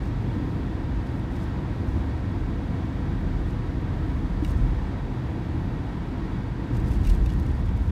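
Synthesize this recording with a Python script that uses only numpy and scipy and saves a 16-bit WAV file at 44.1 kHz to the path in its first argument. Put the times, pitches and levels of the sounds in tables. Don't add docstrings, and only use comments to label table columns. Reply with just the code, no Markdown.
import sys
import numpy as np
from scipy import signal
from scipy.fft import rfft, irfft, next_fast_len
from scipy.io import wavfile
from scipy.ndimage import uniform_filter1d

SR = 44100
rng = np.random.default_rng(int(sys.argv[2]) if len(sys.argv) > 2 else 0)


def generate_wav(signal):
    frames = np.transpose(np.atleast_2d(signal))
    scaled = np.clip(frames, -1, 1) * 32767
    pcm = np.round(scaled).astype(np.int16)
    wavfile.write(sys.argv[1], SR, pcm)


N = 348831

# multiple of the firing rate, level in dB.
ENGINE_TONES = [(1, -43.5), (2, -47), (3, -63)]
# frequency in Hz, relative level in dB.
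ROAR_SPECTRUM = [(150, -8.5), (400, 3.5), (580, -0.5), (720, 0), (950, -0.5), (1200, -5.5), (1800, -8),
                 (2400, -13.5), (3000, -17), (3800, -19), (5500, -27), (8000, -34.5), (11000, -42.5),
                 (15500, -54)]
# pitch in Hz, width in Hz, boost in dB.
GLASS_RINGS = [(704, 51, 2), (953, 61, 3), (1016, 27, 1), (1316, 20, 4.5), (1568, 38, 5), (1875, 92, 5),
               (2238, 32, 5.5), (3375, 55, 6), (3750, 78, 4), (4710, 80, 4.5)]
# frequency in Hz, relative level in dB.
RUB_SPECTRUM = [(800, -14), (2500, 7.5), (4500, 8.0), (8000, 3.0), (12500, -3), (16000, -6)]
# start in seconds, hold in seconds, level in dB.
RUB_BOUTS = [(.03, .04, -62.5), (1.06, .12, -68), (1.317, .12, -62), (1.87, .14, -65.5), (3.47, .04, -66),
             (4.05, .15, -71), (4.437, 0.077, -57), (4.57, .08, -65), (6.738, 0.046, -60.5),
             (6.86, .02, -61), (6.91, 0.038, -58), (7.04, .015, -56), (7.074, .045, -50),
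             (7.26, 0.065, -62)]
# time in seconds, level in dB, boost of the snap and ring in dB.
TRIM_KNOCKS = [(1.195, -48, -7), (4.448, -37, 7.5), (4.478, -41, -12), (4.508, -40, -11), (6.771, -45, -11),
               (6.883, -43, -13), (6.917, -40, 1), (7.016, -47, -8), (7.051, -41, 4), (7.07, -37, -1),
               (7.074, -37, 2.5), (7.101, -40, 1), (7.15, -40, -16), (7.261, -40, 6), (7.294, -48, 8),
               (7.302, -45, 9), (7.337, -42, -5), (7.399, -41, -12), (7.464, -42, -4), (7.514, -47, -8),
               (7.689, -53, 10), (7.774, -48, -6), (7.826, -50, -8), (7.886, -57, -13)]
# pitch in Hz, seconds to fade by 60 dB, relative level in dB.
PANEL_TONES = [(2370, .025, -2), (2890, 0.049, 1.5), (3610, 0.038, -4.5), (4670, 0.03, -13),
               (5800, 0.025, -9), (8200, .02, -19)]
# frequency in Hz, relative level in dB.
DRONE_SPECTRUM = [(70, -38), (130, -3.5), (175, 2.5), (215, -3), (270, -2.5), (340, -3), (362, -10),
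                  (430, -14.5), (560, -25.5), (1200, -60)]
# pitch in Hz, width in Hz, boost in dB.
TYRE_RINGS = [(263.2, 17.3, 7.5), (284.3, 5.3, 4.5), (323.4, 21, 4), (367, 9, 2.5), (490.5, 24, 11.5)]
# time in seconds, level in dB.
ROAD_GRAIN = [(0, -34.5), (.7, -32.5), (1.15, -34), (2.3, -34), (3.6, -33.5), (4.75, -34.5), (6.1, -33.5),
              (6.6, -34.5), (6.74, -31), (6.9, -34.5), (7.4, -35), (7.91, -39.5)]
# middle in seconds, level in dB, pitch in Hz,
# seconds to fade to about a third.
WHEEL_BUMPS = [(0.477, -19, 285, 0.0047), (0.95, -23.5, 55, 0.055), (1.954, -19.5, 70, 0.022),
               (2.419, -24, 42, .06), (4.428, -17.5, 295, 0.0075), (4.564, -17, 56.4, 0.014),
               (4.63, -15.5, 42.3, .04), (4.706, -16.5, 52, 0.018), (6.711, -26, 280, 0.013),
               (6.743, -21, 115, 0.021), (7.1, -11, 44.3, 0.027), (7.143, -24, 185, 0.018),
               (7.214, -12.5, 51.7, 0.018)]
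# frequency in Hz, relative level in dB.
BOOM_SPECTRUM = [(15, -46), (25, -34), (32, -30), (39, -2.5), (60, 0), (85, -2), (120, -3), (142, -10),
                 (190, -18), (280, -26), (500, -51), (1200, -74.5)]
# pitch in Hz, width in Hz, boost in dB.
CABIN_RINGS = [(40.2, 3.1, 7), (73.7, 7.3, 0), (92, 17, 1), (125.2, 4.2, 7)]
# time in seconds, level in dB.
BODY_SHAKE = [(0, -28), (.55, -27), (.75, -29.5), (1.7, -28.5), (2.35, -27), (2.95, -28), (3.25, -26.5),
              (3.8, -28), (4.2, -25), (4.65, -24.5), (4.85, -27.5), (6.0, -30), (6.7, -28), (6.8, -22),
              (7.3, -21.5), (7.65, -23.5), (7.85, -23.5), (7.91, -21)]

PATCHES_PER_S = 6


def gain(db):
    return 10 ** (np.asarray(db) / 20)


def normalise(x):
    return x / np.sqrt(np.mean(x ** 2))


def curve(table):
    times, levels = np.array(table).T
    return np.interp(np.arange(N) / SR, times, levels)


def wander(per_s):
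    hold = int(SR / per_s)
    steps = np.repeat(rng.standard_normal(N // hold + 1), hold)
    return 1.304 * uniform_filter1d(uniform_filter1d(steps, hold), hold)[:N]


def colour(x, spectrum, rings=()):
    size = next_fast_len(N)
    hz = np.maximum(np.fft.rfftfreq(size, 1 / SR), 1)
    points = np.array(spectrum)
    db = np.interp(np.log(hz), np.log(points[:, 0]), points[:, 1])
    for centre, width, boost in rings:
        db = db + boost / (1 + (2 * (hz - centre) / width) ** 2)
    return normalise(irfft(rfft(x, size) * gain(db), size)[:N])


def steady(x, span_s):
    span = max(int(span_s * SR), 1)
    return x / np.sqrt(uniform_filter1d(uniform_filter1d(x ** 2, span), span) + 1e-9)


def reflect(x, spread_s, echo_db, count=24):
    out = x.copy()
    lags = rng.integers(60, int(spread_s * SR) + 61, count)
    for lag, size in zip(lags, rng.standard_normal(count)):
        out[lag:] += gain(echo_db) * size * x[:-lag]
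    return normalise(out)


def add(track, start_s, sound):
    i = min(max(int(start_s * SR), 0), N)
    track[i:i + len(sound)] += sound[:N - i]


def engine_hum(firing_hz=74.16):
    phase = 2 * np.pi * np.cumsum(firing_hz * (1 + 0.0068 * wander(1.987))) / SR
    return sum(gain(db + 2 * wander(5)) * np.sqrt(2) * np.sin(round(multiple) * phase)
               for multiple, db in ENGINE_TONES)


def tunnel_roar(level_db=-42, ease_db=0.6):
    hiss = colour(rng.standard_normal(N), ROAR_SPECTRUM, GLASS_RINGS)
    roar = reflect(hiss, spread_s=.06, echo_db=-26.5)
    grain_db = curve(ROAD_GRAIN)
    paving_db = 0.23 * (grain_db - grain_db.mean())
    easing_db = ease_db * np.linspace(.5, -.5, N)
    return roar * gain(level_db + easing_db + paving_db + 0.47 * wander(7))


def trim_rubbing(contacts_per_s=5000, usual_db=-74, rise_s=0.017, fall_s=.035):
    contacts = (rng.random(N) < contacts_per_s / SR) * rng.standard_normal(N)
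    rub = colour(contacts * gain(2.6 * wander(160)), RUB_SPECTRUM)
    t, shake_db = np.arange(N) / SR, curve(BODY_SHAKE)
    power = gain(usual_db + 1.8 * (shake_db - np.median(shake_db))) ** 2
    for start, hold, db in RUB_BOUTS:
        rise = np.clip(1 + (t - start) / rise_s, 0, 1)
        fall = np.exp(-np.maximum(t - start - hold, 0) / fall_s)
        power = power + (gain(db) * rise * fall) ** 2
    return reflect(rub, spread_s=.015, echo_db=-27) * np.sqrt(power)


def trim_knocks(rise_s=0.00082, fade_s=0.015, ring_db=-9, typical_rebound_s=0.0044, rebound_db=-11):
    out, t = np.zeros(N), np.arange(-int(SR / 100), int(SR / 10)) / SR
    after = np.maximum(t, 0)
    contact = np.exp(np.minimum(t, 0) / rise_s) * gain(-60 * after / fade_s)
    bright = signal.butter(1, [3500, 12500], "band", fs=SR, output="sos")
    dull = signal.butter(2, [1500, 5500], "band", fs=SR, output="sos")
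    for when, db, snap_db in TRIM_KNOCKS:
        grit = 0.55 * rng.standard_normal((2, len(t))) * contact
        crack = signal.sosfilt(bright, grit[0])
        snap = gain(snap_db) * signal.sosfilt(dull, grit[1])
        ring = np.zeros(len(t))
        for hz, ring_s, tone_db in PANEL_TONES:
            pitch = hz * (1 + 0.047 * rng.standard_normal())
            ring += gain(tone_db - 60 * after / ring_s) * np.sin(2 * np.pi * pitch * after)
        knock = gain(db) * (crack + snap + gain(ring_db + snap_db) * ring)
        add(out, when + t[0], knock)
        add(out, when + t[0] + typical_rebound_s * (.5 + rng.random()), gain(rebound_db) * knock)
    return out


def tyre_drone(patchy_db=0.92, thud_band_hz=(158.7, 209.7), thud_db=-13.5):
    drone = steady(colour(rng.standard_normal(N), DRONE_SPECTRUM, TYRE_RINGS), span_s=0.21)
    walls = signal.butter(2, thud_band_hz, "band", fs=SR, output="sos")
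    thud = steady(normalise(signal.sosfilt(walls, rng.standard_normal(N))), span_s=0.16)
    drone_db = curve(ROAD_GRAIN) + patchy_db * wander(PATCHES_PER_S)
    return drone * gain(drone_db) + thud * gain(curve(BODY_SHAKE) + thud_db)


def wheel_bumps():
    out, t = np.zeros(N), np.arange(-int(SR / 4), int(SR / 4)) / SR
    for middle, db, hz, fade_s in WHEEL_BUMPS:
        swell = np.exp(-(t / fade_s) ** 2)
        tone = np.sin(2 * np.pi * (hz * t + rng.random()))
        add(out, middle + t[0], gain(db) * swell * tone)
    return out


def body_boom(patchy_db=1.0, heave_below_hz=85):
    shake_db = curve(BODY_SHAKE)
    boom = steady(colour(rng.standard_normal(N), BOOM_SPECTRUM, CABIN_RINGS), span_s=0.11)
    extra_db = np.maximum(uniform_filter1d(shake_db, int(SR / 4)) - np.median(shake_db), 0)
    heave = signal.sosfiltfilt(signal.butter(3, heave_below_hz, fs=SR, output="sos"), boom)
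    boom = boom + heave * (gain(1.7 * extra_db) - 1)
    return steady(boom, span_s=0.079) * gain(shake_db + patchy_db * wander(PATCHES_PER_S))


def scene():
    road = body_boom() + wheel_bumps() + tyre_drone() + tunnel_roar()
    return (road + engine_hum() + trim_rubbing() + trim_knocks())[None]


def record(dry):
    t = np.arange(N) / SR
    fade = np.minimum(np.minimum(t, t[::-1]) / .004, 1)
    treble_cut = signal.ellip(10, .1, 80, 15550, fs=SR, output="sos")
    return signal.sosfilt(treble_cut, dry * np.sin(np.pi / 2 * fade) ** 2)


dry = scene()
out = record(dry)
generate_wav(out)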